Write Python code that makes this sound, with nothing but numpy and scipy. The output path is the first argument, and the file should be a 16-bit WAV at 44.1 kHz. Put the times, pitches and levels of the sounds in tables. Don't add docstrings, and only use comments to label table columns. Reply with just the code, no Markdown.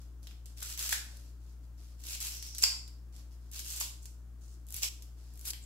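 import sys
import numpy as np
from scipy import signal
from scipy.fft import rfft, irfft, next_fast_len
from scipy.io import wavfile
from scipy.ndimage import uniform_filter1d

SR = 44100
rng = np.random.default_rng(int(sys.argv[2]) if len(sys.argv) > 2 else 0)


def output_pcm(signal):
    pcm = np.clip(np.atleast_2d(signal).T, -1, 1) * 32767
    wavfile.write(sys.argv[1], SR, np.round(pcm).astype(np.int16))


N = 249165
TIME = np.arange(N) / SR

# start in seconds, end in seconds,
# crunch level in relative dB, swell from start to end in dB.
SQUEEZES = [(0.562, 0.62, -49.5, 5), (0.622, 0.735, -43.5, 2.5), (0.773, 0.925, -36.5, 0),
            (1.98, 2.04, -57.5, 1.5), (2.04, 2.15, -42, 7), (2.198, 2.285, -38.5, -4),
            (2.3, 2.37, -45.5, -1.5), (2.42, 2.475, -50.5, 4.5), (2.578, 2.595, -42, -6),
            (3.512, 3.6, -44, 6), (3.638, 3.79, -42.5, 1.5), (4.665, 4.72, -60, 6),
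            (4.727, 4.785, -45.5, 2.5), (5.445, 5.51, -42, -2)]
SQUEEZE_ATTACK_S, SQUEEZE_RELEASE_S = 0.011, 0.014


def amp(db):
    return 10 ** (np.asarray(db) / 20)


def unit(x):
    return x / np.sqrt(np.mean(x ** 2) + 1e-20)


def along(points, hz):
    f, v = np.transpose(points)
    return np.interp(np.log(hz + 1), np.log(f + 1), v)


def filtered(x, response):
    n = x.shape[-1]
    m = next_fast_len(n + n // 4)
    spectrum = rfft(x, m) * response(np.fft.rfftfreq(m, 1 / SR))
    return irfft(spectrum, m)[..., :n]


def resonance(x, hz, width_hz):
    return filtered(x, lambda f: 1j * f * width_hz / (hz * hz - f * f + 1j * f * width_hz))


def convolved(x, response):
    return signal.fftconvolve(np.atleast_2d(x), np.atleast_2d(response), axes=1)[:, :N]


def click(spectrum, size=1024):
    cepstrum = irfft(np.log(amp(along(spectrum, np.fft.rfftfreq(size, 1 / SR)))))
    cepstrum[1:size // 2] *= 2
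    cepstrum[size // 2 + 1:] = 0
    pulse = irfft(np.exp(rfft(cepstrum)))
    return pulse / np.linalg.norm(pulse)


def add(track, s, sound):
    part = track[..., round(s * SR):][..., :sound.shape[-1]]
    part += sound[..., :part.shape[-1]]


def strokes(rows, attack, release):
    gain = np.zeros(N)
    for start, end, db, swell_db in rows:
        swell = amp(db + swell_db * np.interp(TIME, [start, end], [-.5, .5]))
        onset = 1 - np.exp(-np.maximum(TIME - start, 0) / attack)
        letting_go = np.exp(-np.maximum(TIME - end, 0) / release)
        gain += swell * onset * letting_go
    return gain


def pair(spread, size):
    common, apart = rng.standard_normal((2, size))
    spread = np.clip(spread, 0, 1)
    return np.sqrt(1 - spread) * common + np.sqrt(spread) * np.array([apart, -apart])


def crackle(rate, scatter_db, life, spread):
    sizes = (rng.random(N) < rate / SR) * amp(scatter_db * np.clip(rng.standard_normal(N), -2, 2))
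    power = signal.lfilter([1], [1, -np.exp(-2 / (life * SR))], sizes ** 2)
    power /= np.abs(uniform_filter1d(power, size=2200)) + 1e-3 * power.mean()
    return np.sqrt(power) * pair(spread, size=N)


def hum():
    # frequency in Hz, level in relative dB.
    harmonics = [(59.35, -45.5), (118.7, -62), (178, -74.5), (231.5, -77), (296.6, -76.5)]
    # time in seconds, jump in cycles of the lowest harmonic.
    phase_jumps = [(4.749, 0.456), (4.822, -0.16)]
    # frequency in Hz, density in relative dB per Hz.
    air_spectrum = [(20, -6), (45, 1), (90, -1), (140, -5.5), (220, -7), (330, -6.5), (480, -16.5),
                    (900, -20), (1500, -20.5), (2100, -28), (4000, -29), (7000, -26.5), (9000, -30.5),
                    (15500, -29.5)]
    # frequency in Hz, left-right likeness (1 is equal).
    air_alike = [(100, 0.94), (300, 0.76), (800, 0.59), (3000, 0.16)]
    jumped = sum(cycles * (1 + np.tanh((TIME - s) / 0.0057)) / 2 for s, cycles in phase_jumps)
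    clock = TIME + jumped / harmonics[0][0]
    drone = sum(amp(db) * np.sqrt(2) * np.sin(2 * np.pi * (hz * clock + rng.random()))
                for hz, db in harmonics)

    def mid_side(f):
        turn = np.arccos(np.clip(along(air_alike, f), -1, 1)) / 2
        return amp(along(air_spectrum, f)) * [np.cos(turn), np.sin(turn)]

    mid, side = filtered(rng.standard_normal((2, N)), mid_side)
    air = unit(np.array([mid + side, mid - side]))
    return amp(-2) * drone * amp([[1.4], [-1.5]]) + amp(-64.5) * air * amp([[1], [-1]])


def room(x, count=6):
    # frequency in Hz, unshaped 60 dB decay time in seconds.
    decay = [(200, 0.39), (1000, 0.56), (2500, 0.41), (5000, 0.43), (8000, 0.4), (12000, 0.37), (16000, .3)]
    wet = np.zeros((2, N))
    for k in range(count):
        hz, t, z = signal.stft(rng.standard_normal((2, SR * 3 // 5)), SR, nperseg=256)
        fading = z * amp(-60 * t / along(decay, hz)[:, None])
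        tail = signal.istft(fading, SR, nperseg=256)[1]
        tail *= 1 - np.exp(-(np.arange(tail.shape[1]) / SR / 0.00067) ** 2)
        turn = np.arange(N) // (SR // 70) % count == k
        moments = x * np.abs(uniform_filter1d(turn * 1., size=64))
        wet += convolved(moments, tail / np.linalg.norm(tail[0]))
    wall_db = [(500, -5.0), (1700, -4.0), (2700, 1.0), (7000, -3.0), (10000, -1.5), (15000, -3.5)]
    return filtered(wet, lambda f: amp(along(wall_db, f)))


def rustle():
    # start in seconds, end in seconds,
    # rustle level in relative dB, swell from start to end in dB.
    shifts = [(0, 0.07, -64.5, -18), (0.222, 0.32, -61, -4), (0.455, 0.52, -60.5, -8),
              (1.08, 1.3, -60, -9.5), (1.4, 1.52, -67.5, 3), (1.625, 1.65, -67.5, -3),
              (1.775, 1.93, -62, -5), (3.122, 3.2, -58.5, 2), (3.305, 3.325, -62, 4.5),
              (3.405, 3.5, -68.5, 0), (4.38, 4.56, -73.5, 5), (5.165, 5.43, -62, -3.5),
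              (5.525, 5.545, -42, -8)]
    # frequency in Hz, density in relative dB per Hz.
    leaf_spectrum = [(200, -21.5), (600, -1), (1500, -9), (2300, -7.5), (3600, -4.5), (4900, 1), (7700, -1),
                     (8800, -6.5), (11800, -4), (15500, -15.5)]
    catches = crackle(rate=1500, scatter_db=3.5, life=.001, spread=.4)
    movement = strokes(shifts, attack=0.0057, release=0.023)
    return amp(-2.5) * convolved(movement * catches, click(leaf_spectrum))


def rubs():
    # start in seconds, end in seconds,
    # level in relative dB, pitch in Hz, width in Hz.
    slides = [(2.318, 2.628, -50.5, 5600, 593), (2.62, 2.639, -27, 7200, 1800),
              (3.669, 3.79, -48, 7450, 2000), (4.019, 4.066, -57, 7200, 2500),
              (4.408, 4.552, -64.5, 6540, 2900), (5.62, 5.644, -47.5, 7500, 600)]
    track = np.zeros((2, N))
    slips = crackle(rate=620, scatter_db=2.0, life=0.0011, spread=0.45)
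    for start, end, db, hz, width_hz in slides:
        stroke = np.clip(np.minimum(TIME - start, end - TIME) / 0.0019, 0, 1)
        track += amp(db) * stroke * unit(resonance(slips, hz, width_hz))
    return track


def blades(cutting):
    # time in seconds, blow level in relative dB,
    # ring level in dB relative to the blow.
    contacts = [(0.926, -32.5, -1), (2.636, -9, -7), (2.638, -6, 9), (3.809, -26, -4),
                (4.0588, -40.5, -4.5), (4.833, -20, 7), (5.505, -24, -12)]
    # frequency in Hz, level in relative dB, 60 dB decay time in seconds.
    modes = [(2304, -15, .3), (4511, -6, .2), (4813, -3, .2), (5000, -5, .16), (5157, 0, .15),
             (5297, -1, .2), (6492, -11, .2), (7189, -6, .18), (7294, 1, .24), (7400, -5, .18),
             (7470, -4, .2), (7590, -6, .18), (7818, -4, .18), (10440, -14, .12), (11500, -13, .18)]
    # frequency in Hz, density in relative dB per Hz.
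    blow_spectrum = [(150, -37), (500, -25), (1500, -14.5), (2500, -9), (3900, -18), (4500, 2.5), (5300, 4),
                     (6200, -5), (7000, -6), (7500, 8), (8100, -5), (8800, -18), (11800, -11.5),
                     (15500, -25.5)]
    blows, drive = np.zeros((2, N)), amp(-12.5) * cutting
    t = np.arange(SR // 100) / SR
    for s, db, ring_db in contacts:
        contact = unit(pair(spread=0.19, size=len(t)) * amp(-60 * t / 0.011))
        add(blows, s, amp(db - 14.0) * contact)
        add(drive, s, amp(db + ring_db + 0.5) * np.ones((2, 1)))
    t = np.arange(SR // 2) / SR
    ring = sum(amp(db - 60 * t / t60) * np.sin(2 * np.pi * (hz * t + rng.random((2, 1))))
               for hz, db, t60 in modes)
    ringing = convolved(drive, ring / np.linalg.norm(ring[0]))
    return convolved(blows, click(blow_spectrum)) + amp(-5.5) * ringing


def thin_ribs(count=260):
    ribs_per_s, rib_db, scatter_db = 32, 8.5, 2.5
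    rib_hz, scatter_octaves, rib_t60_s = 7000, 0.22, 0.0035
    steps, sizes, pitches = rng.standard_normal((count, 3)).T
    sizes = np.clip(sizes, -2, 2)
    times = (np.arange(count) + steps / 2) / ribs_per_s
    squeeze = strokes(SQUEEZES, SQUEEZE_ATTACK_S, SQUEEZE_RELEASE_S)
    pressure = np.interp(times, TIME, squeeze, right=0)
    return [(s, 20 * np.log10(p) + rib_db + scatter_db * size, rib_hz * 2 ** (scatter_octaves * pitch), rib_t60_s)
            for s, p, size, pitch in zip(times, pressure, sizes, pitches) if p > 1e-4]


def tick_runs():
    # start in seconds, end in seconds, first level in relative dB, last level in relative dB.
    runs = [(4.668, 4.743, -44, -24), (5.338, 5.412, -45, -35)]
    gap_s, tick_hz, tick_t60_s = 0.019, 9230, 0.0038
    ticks = []
    for start, end, first_db, last_db in runs:
        for s in np.linspace(start, end, round((end - start) / gap_s) + 1):
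            db = np.interp(s, [start, end], [first_db, last_db])
            ticks.append((s, db, tick_hz, tick_t60_s))
    return ticks


def breaks():
    # time in seconds, level in relative dB, pitch in Hz.
    thick_ribs = [(0.230, -45.5, 6260), (0.271, -36, 3450), (0.311, -43.5, 2940), (0.458, -38, 6300),
                  (0.575, -43.5, 5050), (0.628, -24, 7000), (0.776, -28, 5590), (1.170, -41, 7000),
                  (2.038, -34.5, 5530), (2.204, -25.5, 7500), (2.269, -25.5, 6000), (2.426, -28.5, 5530),
                  (2.549, -29, 5830), (2.583, -22.5, 6540), (2.878, -40, 6000), (3.164, -43, 6140),
                  (3.515, -38.5, 8940), (3.593, -28.5, 7600), (3.725, -30, 7700), (3.801, -22.5, 9030),
                  (4.056, -33, 7000), (4.765, -25.5, 9000), (5.023, -32.5, 7000), (5.454, -27, 9100),
                  (5.479, -27.5, 10500), (5.504, -25, 7600)]
    # time in seconds,
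    # crack level in relative dB, pitch in Hz, decay time in seconds, knock level in relative dB.
    core_stalks = [(0.624, -34, 1300, .007, -54), (0.926, -16.5, 1750, .018, -40),
                   (2.635, -19, 2650, .01, -34), (3.811, -33, 1050, .012, -43),
                   (4.833, -27, 2700, .012, -46), (5.534, -21, 3400, .007, -55)]
    snap_t60_s = 0.005
    thick = [(s, db, hz, snap_t60_s) for s, db, hz in thick_ribs]
    splinters = [(s + 0.0045, db - 6, hz, snap_t60_s) for s, db, hz in thick_ribs]
    cracks = [row[:4] for row in core_stalks]
    knocks = [(s, db, 620, 0.007) for s, *_, db in core_stalks]
    return thick + splinters + cracks + knocks + tick_runs() + thin_ribs()


def snaps():
    track, t = np.zeros((2, N)), np.arange(SR // 25) / SR
    for s, db, hz, t60 in breaks():
        split = amp(-60 * np.maximum(t - .0009, 0) / t60)
        shiver = amp(-15) * amp(-60 * t / .018)
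        fractures = np.tanh(2 * pair(spread=0.5, size=len(t)))
        burst = resonance(fractures * (split + shiver), hz, hz * 0.0031 / t60)
        add(track, s, amp(db - 19.5) * unit(burst))
    tone_db = [(7800, -0.5), (9500, -2), (11800, 5.0), (15500, -1.5)]
    return filtered(track, lambda f: amp(along(tone_db, f)))


def crunch():
    # time in seconds, level in relative dB, rise and fall in seconds per 10 dB,
    # hollow pitch in Hz, width in Hz, hollow level in dB relative to the fibres.
    tears = [(0.926, -26, 0.0053, 0.019, 1540, 900, -5.5), (2.633, -26.5, 0.0085, 0.015, 2340, 762, -8),
             (3.805, -30.5, 0.0012, 0.034, 2850, 573, -20), (4.832, -26, 0.008, 0.019, 2730, 1586, -13.5),
             (5.481, -38, 0.024, 0.023, 11400, 1500, -3.5)]
    # frequency in Hz, density in relative dB per Hz.
    fibre_spectrum = [(150, -38.5), (400, -18.5), (900, -17), (1400, -12.5), (2000, -12.5), (2700, -6.5),
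                      (3800, -4.5), (5200, -1), (7800, 1), (8800, -5.5), (10200, -5.5), (11700, -4),
                      (13500, -6), (15500, -8.5)]
    track = np.zeros((2, N))
    slow = crackle(rate=1200, scatter_db=4.5, life=.0009, spread=.3)
    fast = crackle(rate=2200, scatter_db=3.5, life=.0008, spread=.35)
    previous = 0
    for s, db, rise, fall, hz, width_hz, hollow_db in tears:
        bite = [row for row in SQUEEZES if previous < row[0] < s]
        previous = s
        squeeze = strokes(bite, SQUEEZE_ATTACK_S, SQUEEZE_RELEASE_S)
        rush = amp(db - 10 * np.maximum((s - TIME) / rise, (TIME - s) / fall))
        fibres = squeeze * slow + rush * fast
        track += fibres + amp(hollow_db) * resonance(fibres, hz, width_hz)
    return convolved(track, click(fibre_spectrum))


def scene():
    # time in seconds, depth in dB,
    # time from onset to full recovery in seconds.
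    dips = [(4.888, -6.5, 0.6), (5.512, -9, 1)]
    cutting = crunch() + snaps()
    near = cutting + blades(cutting) + rubs() + rustle()
    delay_s = np.array([[0], [3.5 / SR]])
    direct = filtered(near, lambda f: np.exp(-2j * np.pi * f * delay_s))
    dip_db = sum(db * np.interp(TIME - s, [0, .003, recovery], [0, 1, 0]) for s, db, recovery in dips)
    return amp(dip_db) * (amp(-2.5) * direct + amp(-2.0) * room(near)) + hum()


def record(dry):
    top_hz = 15750
    # (Hz, dB)
    lean_db = [(250, 0.0), (700, 7.5), (1300, 3), (2400, 1.0), (4400, -2), (8000, 0.3)]
    return filtered(dry, lambda f: amp(along(lean_db, f) * np.array([[1], [-1]]) / 2) * (f < top_hz))


dry = scene()
out = record(dry)
output_pcm(out)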